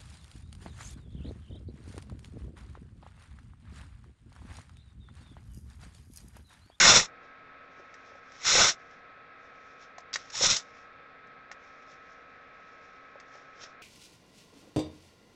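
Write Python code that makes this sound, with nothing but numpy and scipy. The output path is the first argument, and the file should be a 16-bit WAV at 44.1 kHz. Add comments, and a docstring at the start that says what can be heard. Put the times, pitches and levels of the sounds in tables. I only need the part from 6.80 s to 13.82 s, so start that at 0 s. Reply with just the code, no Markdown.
"""A quiet room, with a small camera's microphone close to a sheet of notepaper.
Three strips are ripped off, each a rush of snapping fibres that shakes the sheet.
Creases pop, the paper knocks softly, and between rips it rustles as the fingers shift their grip.
Behind it all lie a soft hiss and the thin, steady whine of a small motor."""
import sys
import numpy as np
from scipy import signal
from scipy.fft import rfft, irfft
from scipy.io import wavfile

SR = 44100
rng = np.random.default_rng(int(sys.argv[2]) if len(sys.argv) > 2 else 0)


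def log_audio(samples):
    """Write samples as a 16-bit WAV file to the path given in sys.argv[1]."""
    # one column per channel
    frames = np.atleast_2d(samples).T
    # limit to full scale, then quantise
    limited = np.clip(frames, -1, 1)
    pcm = np.round(limited * 32767).astype(np.int16)
    wavfile.write(sys.argv[1], SR, pcm)


N = 309582
TIME = np.arange(N) / SR

# Tone of the background hiss. Each row: frequency in Hz, relative level in dB.
HISS_COLOUR = [(25, -5.5), (70, -3), (200, -2), (340, -4), (500, 2.5), (780, 1), (930, -8), (1150, 1.5),
               (1550, 3.5), (2500, -1.5), (2950, -15.5), (3600, -11.5), (5500, -27), (8000, -42.5)]
# Partials of the motor. Each row: frequency in Hz, rms level in dB.
MOTOR_PARTIALS = [(269.2, -72.5), (473.7, -71), (1087, -68), (1292, -58), (1357, -69.5), (1631, -66.5)]
# Strength of the pull, one curve per rip. Each row: time in seconds, relative level in dB.
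RIP_PULLS = [
    [(0.0, -20.5), (0.098, -15.5), (0.136, -20.5), (0.17, -15.5), (0.258, -43), (0.275, -75)],
    [(1.6, -59.5), (1.668, -25), (1.814, -19.5), (1.888, -24), (1.908, -30), (1.944, -53), (1.948, -63)],
    [(3.52, -53), (3.552, -37.5), (3.602, -33.5), (3.63, -23.5), (3.668, -22), (3.682, -29), (3.708, -22),
     (3.766, -32.5), (3.835, -63)],
]
# The hand's swing in each rip. Each row: fastest moment in seconds, half width in seconds,
# rattle gain in dB, its fade in dB per second, flutter gain in dB, flap gain in dB.
HAND_SWINGS = [(0.115, 0.18, -2, 34, -12.5, -19), (1.8, 0.065, -6, 5.5, -12, -19.5),
               (3.68, 0.099, -11.5, 4, -20.5, -22.5)]
# Tone of the snapping fibres, the rattling sheet, the strip's flutter and flap, the cracking folds
# and the rubbed paper. Each row: frequency in Hz, relative level in dB.
FIBRE_COLOUR = [(2000, -29.5), (2900, -11), (3200, -11), (3550, -0.5), (4150, -4), (4700, -10.5),
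                (5250, 0.5), (5800, 0.5), (6300, -5.5), (6900, -2.5), (7500, -12), (8100, -17.5)]
SHEET_RATTLE_COLOUR = [(600, -30.5), (1050, -4.5), (1420, 3), (1700, -3), (1950, 1), (2300, 1),
                       (2550, -2.5), (2750, -4), (3300, -20)]
STRIP_FLUTTER_COLOUR = [(180, -21.5), (350, -4), (500, 1), (700, 1.5), (950, 0), (1400, -27)]
STRIP_FLAP_COLOUR = [(20, -3), (40, -6), (75, -4.5), (115, -1.5), (170, -2), (260, -0.5), (480, -25)]
FOLD_COLOUR = [(300, -24), (1500, -10.5), (2800, -7.5), (3900, -3), (5200, 0.5), (6200, 0.5), (7200, -6.5),
               (8000, -17)]
RUB_COLOUR = [(500, -4.5), (2000, -4.5), (3700, 1), (4600, -3.5), (5400, 4.5), (6800, -5), (8000, -21.5)]
# Creases popping and the tear catching. Each row: start in seconds, crack gain in dB, ring gain in dB.
CREASE_POPS = [(0.0501, -14, -14), (0.076, -15.5, -15.5), (0.1968, -20, -19.5), (1.14, -45.5, -44),
               (1.5185, -47, -47), (1.6506, -18.5, -29), (1.8913, -16.5, -22), (3.1812, -39.5, -45),
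               (3.203, -49, -55), (3.3298, -27.5, -41), (3.3377, -18, -48), (3.346, -26, -48),
               (3.3566, -20.5, -21.5), (3.501, -36, -46), (3.5526, -25.5, -35), (3.5623, -39, -50),
               (3.7647, -15, -40), (3.7964, -32, -41.5), (4.4694, -59, -56), (4.7138, -39, -34.5),
               (4.722, -44.5, -50.5), (6.3989, -44, -45), (6.553, -48, -58), (6.8358, -44, -44)]
# Ring of the taut sheet. Each row: frequency in Hz, relative level in dB, seconds to fall by 60 dB.
TAUT_SHEET_MODES = [(1227.6, -9.5, .02), (1470, -3.5, 0.02), (1850, 3, 0.02), (2099, -4, .018),
                    (2620, -12.5, 0.017)]
# Fingers sliding over the paper.
# Each row: peak time in seconds, relative level in dB, rise in seconds, fall in seconds.
FINGER_STROKES = [(0.45, -68.5, 0.03, 0.04), (1.0, -70, 0.08, 0.069), (1.3, -64, 0.1, 0.05),
                  (1.6, -53, 0.067, 0.041), (1.999, -66, 0.03, 0.05), (2.11, -62, 0.018, 0.05),
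                  (2.65, -71, 0.054, 0.06), (2.88, -67, 0.08, 0.06), (3.025, -57.5, 0.031, 0.035),
                  (3.39, -55, 0.015, 0.06), (3.5, -56, 0.06, 0.04), (3.85, -64, 0.03, 0.06),
                  (3.98, -64, 0.048, 0.058), (4.84, -65.5, 0.035, 0.08), (5.135, -61.5, 0.08, 0.035),
                  (5.32, -68.5, 0.058, 0.06), (6.02, -69.5, 0.45, 0.3), (6.57, -64.5, 0.092, 0.12),
                  (6.836, -45, 0.027, 0.026)]
# Soft, low knocks of the paper: fingertip bumps, and two thumps of the flapping strip in the third rip.
# Each row: start in seconds, relative level in dB, pitch in Hz.
PAPER_KNOCKS = [(0.997, -42.5, 393), (1.318, -44, 556), (1.352, -43, 536), (1.753, -17.5, 515),
                (3.182, -37.5, 733), (3.356, -42, 576), (3.541, -39.5, 890), (3.61, -25, 528),
                (3.638, -24.5, 540), (3.671, -27, 124), (3.722, -28, 124), (4.713, -41.5, 800),
                (6.356, -40.5, 572), (6.552, -44, 587)]
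# Reflections off the hands and the table. Each row: delay in milliseconds, gain as a factor.
NEAR_ECHOES = [(1.5, 0.1), (1.93, 0.11)]


def undb(db):
    """Decibels to gain."""
    return 10 ** (np.asarray(db) / 20)


def unit(x):
    """Scale to rms 1."""
    return x / np.sqrt(np.mean(x ** 2))


def add(track, s, sound):
    """Mix a sound into the track at s seconds."""
    start = max(int(s * SR), 0)
    track[start:start + len(sound)] += sound[:N - start]


def colour(x, points, size=2048):
    """Minimum-phase filter of unit power gain through (Hz, dB) points."""
    hz, db = np.transpose(points)
    log_bins = np.log1p(np.fft.rfftfreq(size, 1 / SR))
    curve_db = np.interp(log_bins, np.log(hz), db, left=db[0], right=db[-1] - 21.5)
    cepstrum = irfft(np.log(undb(curve_db)))[:size // 2]
    cepstrum[1:] *= 2
    response = irfft(np.exp(rfft(cepstrum, size)))[:size // 2]
    return signal.oaconvolve(x, response / np.linalg.norm(response))[:len(x)]


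def wander(per_s):
    """Random drift of rms 1, changing course per_s times a second."""
    steps = rng.standard_normal(N // 20)
    return unit(np.interp(TIME * per_s, np.arange(len(steps)), steps))


def decay(t, t60):
    """Fade that falls by 60 dB in t60 seconds."""
    return np.exp(-np.log(1000) * t / t60)


def ring(hz, t60, size=4096):
    """One fading mode, pushed within half a cycle."""
    t = TIME[:size]
    return np.sin(2 * np.pi * hz * t) * (1 - np.exp(-2 * hz * t)) * decay(t, t60)


def hiss(rms_db=-54.63):
    """A soft, even hiss behind the paper."""
    return undb(rms_db) * colour(rng.standard_normal(N), HISS_COLOUR)


def motor_whine():
    """A small motor whines, wavering slightly in speed and level."""
    speed = 1 + 0.0011 * wander(14)
    run_s = np.cumsum(speed) / SR
    return np.sqrt(2) * sum(undb(db + 0.69 * wander(18)) * np.sin(2 * np.pi * hz * run_s)
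                            for hz, db in MOTOR_PARTIALS)


def snaps(per_s, spread_db):
    """Tiny snaps or slips in the paper: random clicks of uneven size, rms 1."""
    happens = rng.random(N) < per_s / SR
    size = undb(spread_db * np.minimum(rng.exponential(size=N), np.pi))
    return unit(happens * size * np.sign(rng.standard_normal(N)))


def buckles(per_s, t60, spread_db, low_hz, high_hz, count=14000):
    """Small patches of the sheet flip over, each ringing briefly at its own pitch."""
    out = np.zeros(N)
    end_s = RIP_PULLS[-1][-1][0]
    gap, pitch, force, side = rng.random((count, 4)).T
    starts = np.cumsum(2 * gap) / per_s
    pitches = low_hz + (high_hz - low_hz) * pitch
    for s, hz, db, way in zip(starts[starts < end_s], pitches, spread_db * force, np.sign(side - .5)):
        add(out, s, way * undb(db) * ring(hz, t60, size=1024))
    return out / np.std(out[TIME < end_s])


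def rips(rattle_swell_db=3.5, flutter_swell_db=9.5, flap_swell_db=12):
    """Fibres break close to the microphone; the sheet rattles and the loose strip flutters and flaps,
    swelling as the hand swings fastest."""
    snap = rattle = flutter = flap = 0
    for curve, swing in zip(RIP_PULLS, HAND_SWINGS):
        s, db = np.transpose(curve)
        fastest_s, width_s, rattle_db, fade_db_per_s, flutter_db, flap_db = swing
        pull = undb(np.interp(TIME, np.r_[s[0] - .01, s, s[-1] + .01], np.r_[-120, db, -120]))
        shake = pull ** 0.84  # the shaking grows a little less than the pull
        slowness = 1 - np.exp(-((TIME - fastest_s) / width_s) ** 2)
        torn_s = np.clip(TIME, s[0], s[-1]) - s[0]
        snap += pull
        # the rattle dies down as the tear uses up the taut sheet
        rattle += shake * undb(rattle_db - rattle_swell_db * slowness - fade_db_per_s * torn_s)
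        flutter += shake * undb(flutter_db - flutter_swell_db * slowness)
        flap += shake * undb(flap_db - flap_swell_db * slowness)
    # the tear front sticks and runs on, bundle by bundle
    fibres = unit(undb(1.1 * wander(450))) * snaps(per_s=14000, spread_db=0.5)
    buckling = buckles(per_s=1600, t60=.024, spread_db=14, low_hz=250, high_hz=3105)
    sheet = unit(buckling + undb(4.5) * fibres)
    return (undb(-0.2) * snap * colour(fibres, FIBRE_COLOUR)
            + undb(-7.0) * rattle * colour(sheet, SHEET_RATTLE_COLOUR)
            + undb(-5.5) * flutter * colour(sheet, STRIP_FLUTTER_COLOUR)
            + flap * colour(fibres, STRIP_FLAP_COLOUR))


def creases(size=4096):
    """A fold gives way in a quick burst of cracks, then snaps over and sets the sheet ringing."""
    cracks, rings = np.zeros(N), np.zeros(N)
    sheet = sum(undb(db) * ring(hz, t60) for hz, db, t60 in TAUT_SHEET_MODES)
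    t = TIME[:size]
    burst = (1 - np.exp(-t / 0.0019)) * decay(t, t60=.03)
    for s, crack_db, ring_db in CREASE_POPS:
        add(cracks, s, undb(crack_db) * burst * rng.standard_normal(size))
        add(rings, s + .0015, undb(ring_db) * sheet)
    return undb(-2.5) * colour(cracks, FOLD_COLOUR) + rings


def finger_rustle():
    """Skin rubs over paper in many tiny slips; each stroke swells and eases off."""
    pressure = np.zeros(N)
    for s, db, rise_s, fall_s in FINGER_STROKES:
        pressure += undb(db) * np.exp(-np.maximum((s - TIME) / rise_s, (TIME - s) / fall_s))
    slips = snaps(per_s=2500, spread_db=1.0) * unit(undb(1.9 * wander(42)))
    return undb(-2.0) * pressure * colour(slips, RUB_COLOUR)


def paper_knocks():
    """The paper gives a low, quickly damped knock as a fingertip bumps it or the strip flaps."""
    out = np.zeros(N)
    for s, db, hz in PAPER_KNOCKS:
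        knock = ring(hz, t60=0.026) + 0.39 * ring(1.4 * hz, t60=0.038)
        add(out, s, undb(db) * knock)
    return undb(4.0) * out


def room(x, wet_db, t60, size=16384):
    """Near surfaces answer at once; the furnished room adds a short, weak tail."""
    t = TIME[:size]
    tail = rng.standard_normal(size) * decay(t, t60) * (t > .003)
    response = undb(wet_db) * tail / np.linalg.norm(tail)
    response[0] = 1  # straight path to the microphone
    for ms, gain in NEAR_ECHOES:
        response[round(ms * SR / 1000)] += gain
    return signal.oaconvolve(x, response)[:N]


def scene():
    """The paper at close range, in mono, with hiss and whine behind it."""
    paper = rips() + creases() + finger_rustle() + paper_knocks()
    return (room(paper, wet_db=-11.0, t60=.075) + hiss() + motor_whine())[None]


def record(dry, top_hz=8000):
    """The camera cuts the treble steeply."""
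    return signal.sosfilt(signal.ellip(10, .2, 70, top_hz, fs=SR, output="sos"), dry)


dry = scene()
out = record(dry)
log_audio(out)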